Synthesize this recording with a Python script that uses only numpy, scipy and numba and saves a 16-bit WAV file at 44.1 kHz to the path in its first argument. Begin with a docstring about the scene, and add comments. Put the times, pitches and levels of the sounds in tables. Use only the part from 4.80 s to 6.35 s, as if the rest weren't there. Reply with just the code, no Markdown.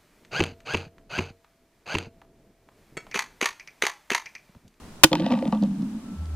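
"""Outdoor concrete paving: a full food tin drops close to a stereo microphone, clanks into overload, hops,
and rolls off to the right. Impacts excite the tin's damped modes, with noise bursts for crack and ticks;
grit under the rims drives a low contact resonance that wanders. Filtered noise makes the soft outdoor air;
sine oscillators make a low wavering hum and a thin steady tone near the end."""
import sys
import numpy as np
from scipy import signal
from scipy.fft import rfft, irfft
from scipy.io import wavfile
from scipy.ndimage import uniform_filter1d, map_coordinates
from numba import njit

SR = 44100
rng = np.random.default_rng(int(sys.argv[2]) if len(sys.argv) > 2 else 0)


def decibels_to_gain(level_db):
    """Convert a level in decibels to a linear amplitude gain (20 dB per decade)."""
    exponent = np.asarray(level_db, float) / 20
    return 10 ** exponent


def generate_wav(signal):
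    """Clip the signal to [-1, 1] and save it as 16-bit WAV at the path in sys.argv[1]."""
    frames = np.transpose(np.atleast_2d(signal))
    scaled = np.clip(frames, -1, 1) * 32767
    pcm = np.round(scaled).astype(np.int16)
    wavfile.write(sys.argv[1], SR, pcm)


N = 68355  # samples


@njit
def svf(x, hz, width):
    """State-variable resonance: a band-pass with a moving centre, gain 1 at the centre."""
    y, band_state, low_state = np.empty(len(x)), 0., 0.
    for i in range(len(x)):
        g, k = np.tan(np.pi * hz[i] / SR), width / hz[i]
        v = (band_state + g * (x[i] - low_state)) / (1 + g * (g + k))
        band_state = 2 * v - band_state
        low_state = low_state + 2 * g * v
        y[i] = k * v
    return y


def band(x, hz, width):
    """Simple resonance: a band-pass of the given width (Hz) at a fixed or moving centre."""
    return svf(x, hz + np.zeros(len(x)), 1. 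* width)


def unit(x):
    """Power normalisation: scale to rms 1."""
    return x / np.sqrt(np.mean(x ** 2))


def colour(x, points):
    """Spectral weighting: filter by (Hz, dB) points joined on a log-frequency axis."""
    p = np.array(points)
    f = np.arange(len(x) // 2 + 1) * SR / len(x) + 1  # the added 1 Hz keeps the log finite
    gain_db = np.interp(np.log(f), np.log(p[:, 0]), p[:, 1])
    return irfft(rfft(x) * decibels_to_gain(gain_db), len(x))


def walk(rate):
    """Slow random modulation: levels held 1 / rate s and slewed twice, spread 1."""
    k = int(SR / rate)
    steps = np.repeat(rng.standard_normal(N // k + 2), k)
    return unit(uniform_filter1d(uniform_filter1d(steps, k), k)[:N])


# spectral density of the outdoor air: pitch_hz [Hz], density_db [dB per Hz, relative]
AIR_SPECTRUM = [(20, 0.5), (40, -14), (70, -2.5), (130, -5.5), (250, -4), (500, -14.5), (1000, -16.5),
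                (2000, -25.5), (4500, -30), (9000, -33), (15500, -44.5)]
AIR_DB, AIR_SWELL_DB, AIR_FLICKER_DB = -46.5, .4, .6
AIR_ALIKE_HZ = 1390


def air():
    """Diffuse-field coherence: outdoor hush alike in the bass, unrelated in the treble, swelling gently."""
    mid, side = (colour(rng.standard_normal(N), AIR_SPECTRUM) * decibels_to_gain(AIR_FLICKER_DB * walk(9))
                 for _ in range(2))
    side = colour(side, [(60, -22), (AIR_ALIKE_HZ, -5), (3500, 0), (16000, 0)])
    swell = decibels_to_gain(AIR_DB + AIR_SWELL_DB * walk(2.56))
    return swell * np.array([mid + side, mid - side]) / np.sqrt(np.mean(mid ** 2))


# modes of the tin: pitch_hz [Hz], level_db [dB], t60_s [s]
TIN_MODES = [(148.5, -16, 0.074), (317.3, -2, 0.071), (528.5, -4.5, 0.043), (674, -4, 0.021),
             (929, 0, 0.017), (992, -12.5, 0.018), (1149, -10, 0.027), (1460, -12.5, 0.038),
             (1947, 1, 0.0097), (2500, -0.5, 0.0079), (3113, -3, 0.0099), (3600, -8.5, 0.014),
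             (4136, -13, .02), (5150, -13, .018)]
LOW_TOP_HZ, MID_TOP_HZ = 400, 1400  # bounds between the low, middle and bright groups


def ring(low, mid, bright):
    """Modal superposition: damped sine modes in three groups, each driven by its own force."""
    out = 0
    for k, (hz, db, t60) in enumerate(TIN_MODES):
        pole = np.exp(2j * np.pi * hz / SR - np.log(1000) / (t60 * SR))
        force = low if hz < LOW_TOP_HZ else mid if hz < MID_TOP_HZ else bright
        mode = signal.lfilter([1], [1, -pole], force).imag
        out = out + (-1) ** k * decibels_to_gain(db) * mode  # neighbours in opposite polarity
    return out


# spectral density of the landing crack: pitch_hz [Hz], density_db [dB per Hz, relative]
CRACK_SPECTRUM = [(120, -57), (200, -0.5), (678, -4.5), (925, 2), (1410, -5.5), (2570, -0.5), (4770, -4.5),
                  (7810, -6.5), (15600, -17)]
LAND_S, CLATTER_S, CLATTER_RELEASE_S = .2345, .0085, .002
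LAND_LOW_DB, LAND_MID_DB, LAND_BRIGHT_DB = -0.5, -5, 5.5  # force on each group of modes
CRACK_DB, CRACK_TAIL_DB, CRACK_TAIL_T60_S = 1, -27, .1  # the tail is relative to the crack
CRACK_ALIKE = 0.67  # share of the crack's power common to both channels
THUD_DB, THUD_S = -12.5, 0.0046


def landing(t):
    """Forced vibration: rim, wall and contents meet the ground in a burst of clatter that rings every mode.
    A thud pulse and a broad noise crack with a faint tail ride on it."""
    u = t - LAND_S
    hold = (u > 0) * np.exp(-np.maximum(u - CLATTER_S, 0) / CLATTER_RELEASE_S)
    force = hold * rng.standard_normal(N) / np.sqrt(CLATTER_S * SR)
    # the push on the low modes grows with a 0.5 ms time constant, then stops
    push = (u > 0) * (u < CLATTER_S + CLATTER_RELEASE_S) * np.exp(u.clip(-1, .02) / 0.0005)
    push = push / push.sum()
    rings = ring(decibels_to_gain(LAND_LOW_DB) * push, decibels_to_gain(LAND_MID_DB) * force, decibels_to_gain(LAND_BRIGHT_DB) * force)
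    thud = decibels_to_gain(THUD_DB) * np.sin(np.pi * np.clip((u - CLATTER_S) / THUD_S, 0, 1)) ** 2
    tail = (u > 0) * decibels_to_gain(CRACK_TAIL_DB - 60 * np.maximum(u, 0) / CRACK_TAIL_T60_S)
    crack = [decibels_to_gain(CRACK_DB) * (hold + tail) * unit(colour(rng.standard_normal(N), CRACK_SPECTRUM))
             for _ in range(3)]
    clank = rings + thud + np.sqrt(CRACK_ALIKE) * crack[0]
    scattered = np.sqrt(1 - CRACK_ALIKE) * np.array(crack[1:])
    return clank, scattered


def echo(x, db, t60):
    """Diffuse reverberation: exponentially decaying scattered returns, different in each channel."""
    k = np.arange(SR // 3)
    tail = rng.standard_normal((2, len(k))) * decibels_to_gain(-60 * k / SR / t60)
    tail = tail / np.sqrt(np.sum(tail ** 2, axis=1, keepdims=True))
    return decibels_to_gain(db) * signal.fftconvolve(x[None], tail)[:, :N]


# course of the roll: start_s [s], rumble_db [dB], contact_hz [Hz],
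# rattle_db [dB against the rumble], scrape_db [dB against the rumble]
ROLL_COURSE = [(0.312, -26, 295, -27, -29), (0.334, -20, 276, -2.5, -23), (0.378, -28.5, 265, -18.5, -12.5),
               (0.41, -23.5, 266.5, -15, -23), (0.47, -25, 226.6, -11.5, -15), (0.492, -30.5, 229, -7, -15),
               (0.524, -18.5, 251, -8.5, -22.5), (0.566, -25, 199, -16.5, -22),
               (0.644, -31.5, 265, -12.5, -24.5), (0.686, -21, 202, -18.5, -39),
               (0.714, -38.5, 198, -18, -25), (0.734, -20, 215.4, -11.5, -29),
               (0.802, -28.5, 219, -28.5, -40), (0.83, -16.5, 206, -20, -32),
               (0.878, -27.5, 233, -27.5, -36.5), (0.91, -26, 199, -27, -39), (0.97, -31.5, 218, -33, -46),
               (1.018, -24.5, 199.6, -32.5, -44.5), (1.11, -35.5, 227, -32, -45),
               (1.172, -30.5, 214, -33, -40), (1.202, -44, 216, -26.5, -30),
               (1.336, -33.5, 213, -27, -38.5), (1.398, -53, 163, -26, -24), (1.428, -39.5, 163, -15, -39),
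               (1.47, -69.5, 165, -9.5, -31)]
# what the contact passes: pitch_hz [Hz], gain_db [dB]
CONTACT_GAIN = [(60, -20), (130, 3.5), (320, 0.5), (420, -13.5), (2000, -39)]
# what is heard of the scrape: pitch_hz [Hz], gain_db [dB]
SCRAPE_GAIN = [(800, -26), (1500, 0), (3500, 1), (5000, -4), (7000, -29), (16000, -40)]
GRIT_PER_S, GRIT_SPREAD_DB = 1500, 2.5
CONTACT_WIDTH_HZ = 42
ROLL_RING_DB = -2.5  # low modes against the contact resonance at 250.5 Hz, before CONTACT_GAIN
RING_DB_PER_HZ = 0.59  # the tin's own low modes sound more on a stiffer, higher contact


def rolling(t):
    """Mass-spring resonance: grit jolts the tin on its springy contact.
    More faintly, the same grit rattles the middle modes and scrapes the bright ones."""
    r = np.array(ROLL_COURSE)
    rumble_db, hz, rattle_db, scrape_db = (np.interp(t, r[:, 0], r[:, k]) for k in (1, 2, 3, 4))
    on = np.clip(np.minimum(t - r[0, 0], r[-1, 0] - t) / .004, 0, 1)

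    # sparse jolts of random sign and size
    chance, sign, size = rng.random((3, N))
    jolt_size = decibels_to_gain(-GRIT_SPREAD_DB * np.log(size + 1e-9))
    grit = (chance < GRIT_PER_S / SR) * np.sign(sign - .5) * jolt_size
    still = 0 * grit

    contact = band(band(grit, hz, CONTACT_WIDTH_HZ), hz, 2.1 * CONTACT_WIDTH_HZ)
    ring_gain = decibels_to_gain(ROLL_RING_DB + RING_DB_PER_HZ * (hz - 250.5))
    rumble = unit(contact) + ring_gain * unit(ring(grit, still, still))
    rumble = colour(rumble, CONTACT_GAIN)
    # level the rumble over about 20 ms, so that rumble_db sets it
    rumble = rumble / np.sqrt(uniform_filter1d(rumble ** 2, size=900) + 1e-12)

    rattle = unit(band(ring(still, grit, still), 820, 1000))
    scrape = unit(colour(unit(ring(still, still, grit)) + 3.0 * unit(grit), SCRAPE_GAIN))
    return on * decibels_to_gain(rumble_db) * (rumble + decibels_to_gain(rattle_db) * rattle + decibels_to_gain(scrape_db) * scrape)


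# knocks of a rim on the paving: start_s [s], sharp_db [dB, sharp force], tick_hz [Hz],
# soft_db [dB, push on the middle modes], pitch_hz [Hz, pitch of that push]
RIM_KNOCKS = [(0.3164, -27.5, 3600, -4, 520), (.33, -10, 3400, -3.5, 850), (0.3531, -19, 3600, -6, 950),
              (.398, -27.5, 3300, -8.5, 590), (.4035, -29, 3500, -19, 520), (0.4211, -32, 3000, -13, 530),
              (.463, -24.5, 3400, -4, 700), (.506, -29.5, 2900, -20, 680),
              (0.5153, -27.5, 2800, -11.5, 850), (0.5226, -23.5, 2900, -15.5, 850),
              (.532, -35, 4200, -8, 520), (0.538, -30, 2600, -15, 1100), (.5745, -34.5, 2500, -13, 850),
              (0.589, -32, 2800, -24, 520), (0.6241, -34, 2600, -5, 550), (0.6536, -37, 3200, -12.5, 540),
              (0.67, -41, 2600, -30, 540), (.677, -34.5, 3800, -17.5, 580), (0.7234, -31, 3300, -9, 530),
              (0.7491, -36, 3500, -17, 940), (.773, -44.5, 3000, -21.5, 930),
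              (.8235, -34, 4000, -12.5, 570), (.836, -34, 4200, -13, 550),
              (1.0215, -39.5, 4700, -32.5, 500), (1.4569, -41, 4730, -50, 1200)]
SHARP_S, SOFT_S = 0.00078, .006
TICK_DB, TICK_T60_S, TICK_WIDTH_HZ = -6, 0.013, 2200  # tick level relative to sharp_db; width of the force


def knocks():
    """Impact excitation: a soft push rings the middle modes near its pitch.
    A sharp, brief one rings the bright modes, with a tick of decaying band noise."""
    soft_force, sharp_force, tick_env = np.zeros((3, N))
    centre = np.full(N, 3000.)
    n, m = int(SHARP_S * SR), int(SOFT_S * SR)
    rough = rng.standard_normal((len(RIM_KNOCKS), 256))
    fade = decibels_to_gain(-60 * np.arange(2000) / SR / TICK_T60_S)
    soft = np.exp(-3 * np.arange(m) / m) * 3 / m
    for (s, sharp_db, tick_hz, soft_db, hz), r in zip(RIM_KNOCKS, rough):
        i = int(s * SR)
        soft_force[i:i + m] += decibels_to_gain(soft_db) * soft * np.sin(2 * np.pi * hz * np.arange(m) / SR)
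        sharp_force[i:i + n] += decibels_to_gain(sharp_db) * r[:n] * np.hanning(n) / np.sqrt(n / 2)
        tick_env[i:i + len(fade)] += decibels_to_gain(sharp_db + TICK_DB) * fade
        centre[i:] = tick_hz
    sharp = band(sharp_force, centre, TICK_WIDTH_HZ)
    rings = ring(np.zeros(N), soft_force, sharp)
    rings = colour(rings, [(100, -23.5), (300, -1), (16000, 0.5)])
    hiss = band(band(rng.standard_normal(N), centre, 3000), centre, 3000)
    return rings + tick_env * unit(hiss)


# course of the hum: start_s [s], pitch_hz [Hz], level_db [dB rms of the fundamental]
HUM_COURSE = [(1.32, 80.7, -59.5), (1.402, 77.9, -29), (1.462, 79.7, -33.5), (1.55, 75.5, -28.5)]
HUM_OCTAVE_DB = -20.5  # relative to the fundamental
TONE_HZ, TONE_DB, TONE_S, TONE_RISE_S = 1331, -59.5, 1.235, .03  # level in dB rms


def tones(t):
    """Harmonic oscillation: a low hum with its octave swells and wavers beside a thin steady tone."""
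    h = np.array(HUM_COURSE)
    phase = 2 * np.pi * np.cumsum(np.interp(t, h[:, 0], h[:, 1])) / SR
    hum_level = decibels_to_gain(np.interp(t, h[:, 0], h[:, 2], left=-90))
    hum = hum_level * (np.sin(phase) + decibels_to_gain(HUM_OCTAVE_DB) * np.sin(2 * phase))
    rise = np.clip((t - TONE_S) / TONE_RISE_S, 0, 1)
    thin = decibels_to_gain(TONE_DB) * rise * np.sin(2 * np.pi * TONE_HZ * t)
    return np.sqrt(2) * (hum + thin)  # peak to rms


LAG_MS = (-0.066, 0.015)  # delay of left behind right, at the landing and at the end
GROUND_DB, GROUND_T60_S = -18.5, 0.06
YARD_DB, YARD_T60_S = -28, .2


def scene():
    """Interaural-style delay: a drifting lag between channels carries the tin rightwards.
    The ground scatters it and the yard returns a short faint echo."""
    t = np.arange(N) / SR
    clank, scattered = landing(t)
    tin = clank + rolling(t) + knocks()
    half_lag = np.interp(t, [LAND_S, t[-1]], LAG_MS) * SR / 2000  # samples
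    near = np.array([map_coordinates(tin, [t * SR - side * half_lag], mode="mirror") for side in (1, -1)])
    space = echo(tin, GROUND_DB, GROUND_T60_S) + echo(tin, YARD_DB, YARD_T60_S)
    return near + scattered + space + air() + tones(t)


def band_limit(x):
    """A steep low-pass at the top of the band."""
    return signal.sosfilt(signal.butter(12, 15760, fs=SR, output="sos"), x)


def record(dry):
    """Amplitude limiting: the recorder overloads and cuts the peaks flat."""
    clip_level = 0.95  # of full scale
    mix = np.clip(dry, -clip_level, clip_level)
    return band_limit(mix)


dry = scene()
out = record(dry)
generate_wav(out)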